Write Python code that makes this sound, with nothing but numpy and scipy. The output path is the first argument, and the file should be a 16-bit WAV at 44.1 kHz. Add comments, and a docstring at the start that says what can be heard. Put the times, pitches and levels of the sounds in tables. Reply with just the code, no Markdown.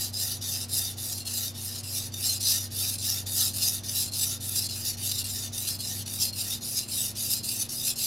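"""On a kitchen counter, a knife is pushed to and fro on a wet whetstone over a plastic tub.
Grit scratches the steel and makes blade and stone ring; the ringing glides as the blade travels.
The scraping swells once in each stroke and almost stops at each turn.
Behind it a motor drones and the room rumbles softly."""
import sys
import numpy as np
from scipy import signal
from scipy.fft import rfft, irfft, next_fast_len
from scipy.io import wavfile
from scipy.ndimage import uniform_filter1d, map_coordinates

SR = 44100
rng = np.random.default_rng(int(sys.argv[2]) if len(sys.argv) > 2 else 0)


def file_out(sig):
    """Save sig as 16-bit WAV at sys.argv[1]."""
    # one column per channel
    cols = np.atleast_2d(sig).T
    # limit, then scale
    lim = np.clip(cols, -1, 1)
    pcm = np.round(lim * 32767).astype(np.int16)
    wavfile.write(sys.argv[1], SR, pcm)


N = 355446
TIME = np.arange(N) / SR


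def gain_of(db):
    """Turns decibels into a number to multiply by."""
    return 10 ** (np.asarray(db) / 20)


def evened(x):
    """Scales a signal to an average power of 1."""
    return x / np.sqrt(np.mean(x ** 2) + 1e-20)


def bell(distance):
    """A smooth bump of height 1."""
    return np.exp(-np.minimum(distance ** 2, 50))


def read(points, hz):
    """Looks up values between rows of frequency and value, on a musical pitch scale."""
    row_hz, value = np.transpose(points)
    return np.interp(np.log(hz + 1), np.log(row_hz + 1), value)


def colour(x, points):
    """Turns frequencies up or down, following rows of Hz and dB."""
    size = next_fast_len(N + 4096)
    gain = gain_of(read(points, np.fft.rfftfreq(size, 1 / SR)))
    return irfft(rfft(x, size) * gain, size)[..., :N]


def wander(rate_hz):
    """A smooth random wobble of about size 1, up to roughly rate_hz times a second."""
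    hz = np.fft.rfftfreq(N, 1 / SR)
    return evened(irfft(rfft(rng.standard_normal(N)) * np.exp(-(hz / rate_hz) ** 2), N))


# The tone of the rumble. Each row: frequency in Hz, relative level in dB.
RUMBLE_TONE = [(22, -3.5), (40, -12), (65, -3.5), (85, -0.5), (140, 1.5), (175, -5), (280, -5),
               (400, -10.5), (700, -11), (1000, -17.5), (2000, -22.5), (5000, -17.5), (15000, -42)]
# How alike the ears hear it. Each row: frequency in Hz, likeness from 0 to 1.
RUMBLE_LIKENESS = [(30, 0.96), (70, 1), (180, 0.98), (350, 0.81), (700, 0.65), (1500, 0.51), (6000, 0.91)]
def rumble(level_db=-48.0):
    """Steady room noise, alike in both ears in the bass."""
    left, other = rfft(rng.standard_normal((2, N)))
    likeness = read(RUMBLE_LIKENESS, np.fft.rfftfreq(N, 1 / SR))
    right = likeness * left + np.sqrt(1 - likeness ** 2) * other
    pair = irfft(np.array([left, right]), N)
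    return gain_of(level_db) * evened(colour(pair, RUMBLE_TONE))


# Each row: pitch in Hz, level in dB, size of the waver in Hz.
KITCHEN_HUMS = [(58.7, -68, 2.3), (121.6, -54, 3.05), (235.3, -53, 0.12), (351, -64, 3.97)]
def hums(waver_rate_hz=10.03):
    """The kitchen's faint hums: pure tones that waver a little."""
    out = np.zeros(N)
    for hz, db, waver_hz in KITCHEN_HUMS:
        cycles = np.cumsum(hz + waver_hz * wander(waver_rate_hz)) / SR
        out += gain_of(db) * np.sin(2 * np.pi * cycles)
    return np.sqrt(2) * out


# How the motor runs. Each row: time in seconds, pitch in Hz, level in dB, overtone boost in dB.
MOTOR_RUN = [(0, 98.4, -42.5, -3), (.6, 96, -42.5, -3), (.95, 96.7, -42, -3), (1.4, 97.6, -44, -8),
             (2.101, 96.9, -42.5, -3), (2.7, 97.2, -40.5, 0), (2.95, 97.2, -40, 0),
             (3.55, 96.6, -42.5, 7.5), (3.95, 98, -43, 3), (4.951, 96.7, -42, 0), (5.4, 97.7, -42, 0),
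             (5.65, 98.7, -45.5, 1), (6, 97.7, -42, 4), (6.4, 98.4, -45.5, 9), (6.8, 101.8, -50, 11.5),
             (7.1, 100.6, -45.5, 9), (7.6, 100.8, -50, 11), (8.06, 98.8, -60, 9)]
# Its tones. Each row: multiple of the pitch, relative level in dB.
MOTOR_TONES = [(1, -0.5), (2, -19), (3, -24)]
def motor(flutter_db=0.5, flutter_hz=8, waver_hz=0.38):
    """A motor drones; its pitch wanders with its speed and its tones flutter in level."""
    times, *columns = np.transpose(MOTOR_RUN)
    hz, level_db, overtone_db = (np.interp(TIME, times, column) for column in columns)
    turns = np.cumsum(hz + waver_hz * wander(8.5)) / SR
    out = np.zeros(N)
    for multiple, tone_db in MOTOR_TONES:
        db = level_db + tone_db + overtone_db * (multiple > 1) + flutter_db * wander(flutter_hz)
        out += gain_of(db) * np.sin(2 * np.pi * multiple * turns)
    return np.sqrt(2) * out


# How long the kitchen echoes. 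Each row: frequency in Hz, seconds to fade by 60 dB.
ROOM_FADE = [(300, .3), (1500, .26), (4000, .13), (15000, .08)]
# How loudly it echoes. Each row: frequency in Hz, level of the sound fed to the echo in dB.
ROOM_FEED = [(500, -4.5), (1500, -10), (3000, -13), (5000, -17), (7500, -20), (10000, -73), (15000, -61)]
def room(x, fade_in_s=0.0036, echoes_per_s=4000):
    """The hard kitchen sends each ear many small echoes, the treble dying first."""
    shape = (2, SR // 2)
    echoes = rng.choice([-1., 1.], shape) * (rng.random(shape) < echoes_per_s / SR)
    hz, t, spectrum = signal.stft(echoes, SR, nperseg=256)
    fade = gain_of(-60 * t / read(ROOM_FADE, hz)[:, None]) * np.tanh(t / fade_in_s)
    tail = signal.istft(spectrum * fade, SR, nperseg=256)[1]
    tail /= np.linalg.norm(tail, axis=1, keepdims=True)
    return signal.fftconvolve(colour(x, ROOM_FEED)[None], tail, axes=1)[:, :N]


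# Each row: delay in seconds with the blade at the stone's far end, the same at its near end, strength.
CLOSE_ECHOES = [(.0021, 0.0012, 0.15), (.0043, 0.0029, -.22), (.0078, .0071, 0.17)]
def close_echoes(x, place):
    """Sound bounces off tub, counter and hands; the delays shift as the blade moves."""
    return sum(gain * np.interp(TIME - near - (far - near) * place, TIME, x)
               for far, near, gain in CLOSE_ECHOES)


# Each row: frequency in Hz, boost or cut in dB.
RASP_TONE = [(150, -45), (500, -16), (1100, -22.5), (2200, -18.5), (2700, -6.5), (3300, -10), (3700, -5),
             (5500, -1), (7000, -3.5), (8800, -1.5), (9800, 2.5), (12500, 2.2), (14500, -1), (15800, -10)]
def rasp(x):
    """Gives a sound the bright tone of grit on steel."""
    return colour(x, RASP_TONE)


# Each row: start in seconds, level in dB before the rasp's tone is applied, fade time in seconds.
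GRAIN_CRACKS = [(1.1853, -21, .0005), (4.5915, -21, 0.00063), (5.1988, -25, .0006), (5.7545, -27, 0.00098),
                (6.0235, -28, .0012), (6.1385, -17, .0006)]
def cracks(samples=600):
    """Loose grains crack under the edge, each a tiny dying burst of noise."""
    t, out = np.arange(samples) / SR, np.zeros(N)
    for start, db, fade_s in GRAIN_CRACKS:
        burst = rng.standard_normal(samples) * np.exp(-t / fade_s)
        out[round(start * SR):][:samples] += gain_of(db) * burst
    return rasp(out)


# The strokes, pull and push by turns. Each row: start in seconds, starting place (0 near end, 1 far),
# first grab from 0 to 1, coasting time in seconds, level in dB, rise from start to end in dB,
# swell in dB, its delay in seconds, its half length in seconds, brightness in dB,
# extra brightness in the swell in dB.
ARM_STROKES = [(-0.157, 0.0, 0.3, 0.036, -36.5, -6, 8.5, 0.19, 0.039, 1.5, -2),
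               (0.124, 0.77, 0.0, 0.056, -31.5, -4, 3, 0.104, 0.022, 0.2, 0),
               (0.406, 0.02, 0.15, 0.036, -32.5, -6.5, 2.4, 0.14, 0.025, -1.3, -5),
               (0.678, 0.85, 0.0, 0.068, -32.5, 2.4, 6.5, 0.095, 0.056, 1, 1),
               (0.964, 0.0097, 0.01, 0.026, -34.5, -8, 2.5, 0.17, 0.0089, -0.2, -2),
               (1.247, 1, 0.74, 0.064, -33, 5.5, 3.7, 0.12, 0.035, 1.3, -1),
               (1.535, 0, 0.1, 0.023, -36.5, -1, 2, 0.14, 0.028, -1.3, 2),
               (1.827, 0.91, 0.59, 0.056, -36, 2, 7, 0.14, 0.032, 0.9, -2.5),
               (2.114, 0.12, 0.05, 0.017, -34.5, 5.5, 7.5, 0.17, 0.063, 0, -2),
               (2.395, 0.94, 0.24, 0.033, -32.5, -13.5, 8, 0.12, 0.065, -0.5, -2.2),
               (2.699, 0.013, 0.0, 0.018, -33.5, 3, 6.5, 0.13, 0.052, 1.2, -3),
               (2.977, 0.85, 0.7, 0.056, -32.5, 0, 5.5, 0.11, 0.049, -0.5, 1),
               (3.255, 0.046, 0.6, 0.062, -28.5, 11, 4, 0.14, 0.037, 1.2, -0.5),
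               (3.529, 0.89, 0.56, 0.058, -30.7, 0, 7.3, 0.128, 0.042, 1.5, -2),
               (3.825, 0.027, 0.0, 0.024, -33.5, -2, 7.2, 0.17, 0.044, -1, 3),
               (4.111, 0.94, 0.0, 0.046, -30.5, -6.5, 6, 0.12, 0.02, 1.5, 0),
               (4.396, 0.0, 0.1, 0.013, -32.5, 2.1, 6.5, 0.18, 0.023, 1, 0.2),
               (4.684, 0.96, 0.99, 0.023, -35, -3, 6.5, 0.197, 0.034, -0.5, 1.5),
               (4.966, 0.027, 0.84, 0.017, -34.5, 6.5, 5.0, 0.103, 0.048, 0.2, 0),
               (5.236, 0.93, 1.0, 0.053, -34, 1, 2.3, 0.066, 0.014, -1.7, 2),
               (5.516, 0.0, 0.1, 0.025, -33, -4, 6, 0.18, 0.021, 0, -1),
               (5.783, 0.96, 0.9, 0.036, -36.5, 3, 4.5, 0.086, 0.044, 0.3, -4),
               (6.052, 0.0, 0.47, 0.02, -35.5, 1.5, 10.5, 0.18, 0.038, 0, 0.5),
               (6.322, 1.0, 1.0, 0.046, -34, 5, 5, 0.087, 0.024, 1.5, -3),
               (6.603, 0.023, 0, 0.07, -31, 3.5, 5.5, 0.18, 0.015, -0.5, 0),
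               (6.876, 0.93, 1.0, 0.031, -38, -1.5, 9.5, 0.13, 0.086, 3.5, -2.5),
               (7.145, 0.013, 0.0, 0.04, -31, -2, 5.5, 0.18, 0.026, 0.3, 3),
               (7.426, 0.98, 0.43, 0.03, -33.5, -6, 8, 0.19, 0.02, 1.2, 2),
               (7.685, 0.055, 0.73, 0.041, -33, -4, 9, 0.22, 0.059, 2.7, -2),
               (7.951, 0.91, 0.03, 0.04, -31, -1.7, 3.5, 0.069, 0.05, -0.5, 1)]
def progress(last_stroke_s=.272):
    """Which stroke is under way, the seconds since its start and the seconds until its end."""
    starts = np.transpose(ARM_STROKES)[0]
    ends = np.append(starts[1:], starts[-1] + last_stroke_s)
    stroke = np.maximum(np.searchsorted(starts, TIME) - 1, 0)
    return stroke, abs(TIME - starts[stroke]), abs(ends[stroke] - TIME)


def swing(rest_near=0.047, rest_far=0.084, steepness=1.74, grab_s=0.0069, gather_s=0.03):
    """The arm swings: gives place on the stone, speed and how freely the blade slides, all 0 to 1."""
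    stroke, since, until = progress()
    turn, grab, coast_s = np.transpose(ARM_STROKES)[1:4]
    travel = np.append(turn[1:], 0) - turn
    angle = np.pi * since / (since + until)
    place = turn[stroke] + travel[stroke] * (1 - np.cos(angle)) / 2
    # the blade coasts to a stop, sticks, breaks loose and gathers speed
    stopping = np.tanh((until / coast_s[stroke]) ** steepness)
    starting = np.tanh((since / grab_s) ** 2) * (1 - (1 - grab[stroke]) * np.exp(-since / gather_s))
    # it never quite comes to rest, least of all at the far end
    rest = rest_near + (rest_far - rest_near) * place
    return place, np.sin(angle), rest + (1 - rest) * stopping * starting


# The edge's tone along a pull and a push. Each row: share of the stroke from 0 to 1, brightness in dB.
PULL_TONE = [(0, -1.5), (.33, 5.5), (.56, -0.3), (.7, 0), (1, 0.5)]
PUSH_TONE = [(0, 3), (.22, -0.5), (.33, 1), (.75, .7), (1, -1.5)]
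def pressure(flatness=1.82, unsteady_db=0.8, unsteady_hz=20):
    """The hand bears down once a stroke: gives how hard the edge bites and how bright it is, in dB."""
    stroke, since, until = progress()
    level, rise, swell_db, swell_at, swell_s, bright, swell_bright = np.transpose(ARM_STROKES)[4:, stroke]
    share = since / (since + until)
    swell = bell(abs((since - swell_at) / swell_s) ** flatness)
    bite = level + rise * (share - .5) + swell_db * swell + unsteady_db * wander(unsteady_hz)
    pull, push = (np.interp(share, *np.transpose(tone)) for tone in (PULL_TONE, PUSH_TONE))
    return bite, np.where(stroke % 2, push, pull) + bright + swell_bright * swell


def grit(speed, grains_per_s=9000, size_db=3.0, slurry=0.78, chatter_db=1.34, clump_db=1.0):
    """Grains hit the edge, more often at speed, over the hiss of wet paste; the contact chatters."""
    density = 0.27 + speed
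    hits = rng.random(N) < density * grains_per_s / SR
    sizes = gain_of(size_db * np.minimum(rng.exponential(1, N), 5)) * rng.choice([-1, 1], N)
    scratch = evened(hits * sizes / np.sqrt(density)) + slurry * rng.standard_normal(N)
    return evened(scratch * gain_of(chatter_db * wander(580) + clump_db * wander(35)))


# The ringing tones. Each row: pitch in Hz at the far end and at the near end, width in Hz,
# then boost in dB at the far end, midway and at the near end.
BLADE_TONES = [(740, 760, 45, 8.5, 16, 6.5), (1350, 1375, 115, 7.5, 10, 10), (1790, 1873, 113, 6, 13, 16),
               (2820, 2980, 69, 3.5, 2, 8), (3670, 3601.0, 147, -2, 8, 10),
               (4180, 3650, 360, 10.5, 6.5, 3.5), (4530, 4240, 370, -6.5, -8, 4),
               (5015, 4670, 480, 11, 11, 8.5), (5940, 5930, 360, -2.5, 8, 8),
               (6420, 6840, 270, 1.5, 3.5, 10.5), (7286.0, 7840, 250, 8.5, 7.5, 1.5),
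               (8910, 10020, 1140, 7, 1.5, 6.5), (10400, 11700, 990, 2, 1, 2.5)]
def ringing(x, place):
    """Blade and stone ring at their own pitches, which glide as the blade travels."""
    for far_hz, near_hz, width_hz, far_db, mid_db, near_db in BLADE_TONES:
        hz = near_hz + (far_hz - near_hz) * place
        spin = np.exp(2j * np.pi * np.cumsum(hz) / SR)
        decay = np.exp(-np.pi * width_hz / SR)
        # shift the gliding pitch down to 0 Hz, smooth it, and shift it back
        band = 2 * (spin * signal.lfilter([1 - decay], [1, -decay], x * spin.conj())).real
        boost = gain_of(np.interp(place, [0, .5, 1], [near_db, mid_db, far_db]))
        x = x + (boost - 1) * band
    return x


# How much the steel's tones come and go. Each row: frequency in Hz, typical swing in dB.
FLICKER_DEPTH = [(600, 1.5), (2500, 2.8), (4500, 3.3), (7000, 3.1), (10000, 2.4), (15000, 1.9)]
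def flicker(t, hz, place, life_s=.021, width_hz=150, glide=.04):
    """Brief random peaks and dips, in dB, that slide in pitch with the blade."""
    patch = np.outer(bell((hz[:21] - hz[10]) / width_hz), bell((t[:61] - t[30]) / life_s))
    patches = signal.fftconvolve(rng.standard_normal((len(hz), len(t))), patch, "same")
    bins, frames = np.indices(patches.shape)
    gliding = map_coordinates(patches, [bins * (1 - glide * place), frames], order=1, mode="nearest")
    return read(FLICKER_DEPTH, hz)[:, None] * evened(gliding)


# Brief rings. Each row: time in seconds, pitch in Hz, boost in dB.
BRIEF_RINGS = [(0.157, 5040, 14), (1.956, 10240, 16), (2.293, 4220, 13), (2.485, 5000, 6), (2.833, 4700, 5),
               (3.129, 5380, 16), (3.396, 6200, 12), (3.692, 6560, 15), (4.151, 5100, 8), (4.232, 7900, 17),
               (5.254, 4420, 8), (6.3, 4300, 7), (5.584, 8600, 15), (6.217, 5400, 11.5),
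               (7.018, 7920.0, 23), (7.488, 4733, 15), (7.779, 5100, 24), (7.918, 3360.0, 18)]
# Rings at the stone's far end. Each row: pitch in Hz, width in Hz, boost in dB.
FAR_RINGS = [(2770, 100, 9.5), (3380, 110, 10), (4270, 144, 11)]
def singing(t, hz, place, ring_s=0.027, ring_hz=130, far_reach=0.1):
    """The steel sings out for moments, and most freely at the far end: gives boosts in dB."""
    at, pitch, boost = np.transpose(BRIEF_RINGS)
    brief_db = (boost * bell((hz[:, None] - pitch) / ring_hz)) @ bell((t - at[:, None]) / ring_s)
    far_db = sum(db * bell((hz - centre) / width) for centre, width, db in FAR_RINGS)
    return brief_db + np.outer(far_db, bell((1 - place) / far_reach))


# The blade's tilt. Each row: time in seconds, shift toward a hollow scrape in dB.
BLADE_TILT = [(0, 0), (.6, -1.5), (1.2, 0), (2.2, 2.5), (3.4, 0), (4.2, 2), (4.7, 2), (5.6, 1), (6.3, 0.5),
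              (6.9, 4), (7.5, 4), (8.06, 3)]
def contact(x, place, speed, bite, bright, dull_db=-6.5, body_lag=0.31):
    """Fingers and point of contact keep changing which of the steel's tones ring freely."""
    hz, t, spectrum = signal.stft(x, SR, nperseg=512, noverlap=384)
    place, speed, bite, bright = (np.interp(t, TIME, curve) for curve in (place, speed, bite, bright))
    db = flicker(t, hz, place) + singing(t, hz, place)
    # the treble follows the touch; a slow blade loses the very top
    db += np.outer(read([(6000, 0.16), (9000, 0.92)], hz), bright)
    db += np.outer(read([(6000, 0), (15000, 1.0)], hz), dull_db * (1 - speed))
    # a harder bite raises the stone's low body less than the hiss of the edge
    db -= np.outer(read([(2200, 1), (3600, 0.076)], hz), body_lag * (bite - bite.mean()))
    # tilting trades that body for a hollow scrape
    hollow = read([(700, -1), (1900, -0.76), (2500, 1), (3300, 0.12), (4000, 0.049)], hz)
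    db += np.outer(hollow, np.interp(t, *np.transpose(BLADE_TILT)))
    return signal.istft(spectrum * gain_of(db), SR, nperseg=512, noverlap=384)[1][:N]


# The edge catches on coarse grit. Each row: time in seconds, boost in dB, half length in seconds.
EDGE_CATCHES = [(1.126, 3.5, .006), (1.182, 5, .0036), (1.277, 6.5, .007), (2.071, 7.5, 0.0059),
                (2.143, 9.5, 0.0037), (2.578, 3, .011), (2.895, 4.5, .007), (3.067, 2, .005),
                (3.126, 2.5, .007), (3.514, 3, 0.0056), (3.564, 1.5, .007), (3.897, 4, .004),
                (4.494, 4, .004), (4.593, 2.5, 0.0054), (5.118, 6, .004), (5.19, 5, .012),
                (5.583, 6, 0.0035), (5.807, 7.5, 0.0063), (6.08, 7, .004), (6.291, 4.5, .0035),
                (6.507, 4.5, .005), (6.535, 4, .011), (7.493, 5, 0.005), (7.522, 3.5, .011)]
def blade():
    """The knife scrapes along the stone: grit sets it ringing and the hand sets the loudness."""
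    place, speed, sliding = swing()
    bite, bright = pressure()
    scrape = ringing(rasp(grit(speed)), place)
    scrape = contact(scrape, place, speed, bite, bright)
    scrape += close_echoes(scrape, place)
    # even out the level, so it does not depend on which tones are strong
    scrape /= np.sqrt(uniform_filter1d(scrape ** 2, size=1800) + 1e-12)
    catch_db = sum(boost * bell((TIME - at) / half_s) for at, boost, half_s in EDGE_CATCHES)
    return scrape * sliding * gain_of(bite + catch_db)


# The knife in the two ears. Each row: frequency in Hz, left level minus right level in dB.
EAR_BALANCE = [(700, -.7), (1400, -.3), (2500, .3), (4500, .8), (7500, .05), (11000, 0)]
def scene(rumble_left_db=-0.36, rumble_right_db=0.3):
    """The knife close up in the middle, the kitchen around it."""
    knife = blade() + cracks()
    direct = np.array([colour(knife, [(hz, side * db / 2) for hz, db in EAR_BALANCE])
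                       for side in (1, -1)])
    rumble_gains = gain_of([[rumble_left_db], [rumble_right_db]])
    return direct + room(knife) + motor() + hums() + rumble() * rumble_gains


def record(dry):
    """Cuts away the very highest treble, above 15950 Hz."""
    low_pass = signal.firwin(511, 15950, window=("kaiser", 9), fs=SR)
    return signal.oaconvolve(dry, low_pass[None], "same")


dry = scene()
out = record(dry)
file_out(out)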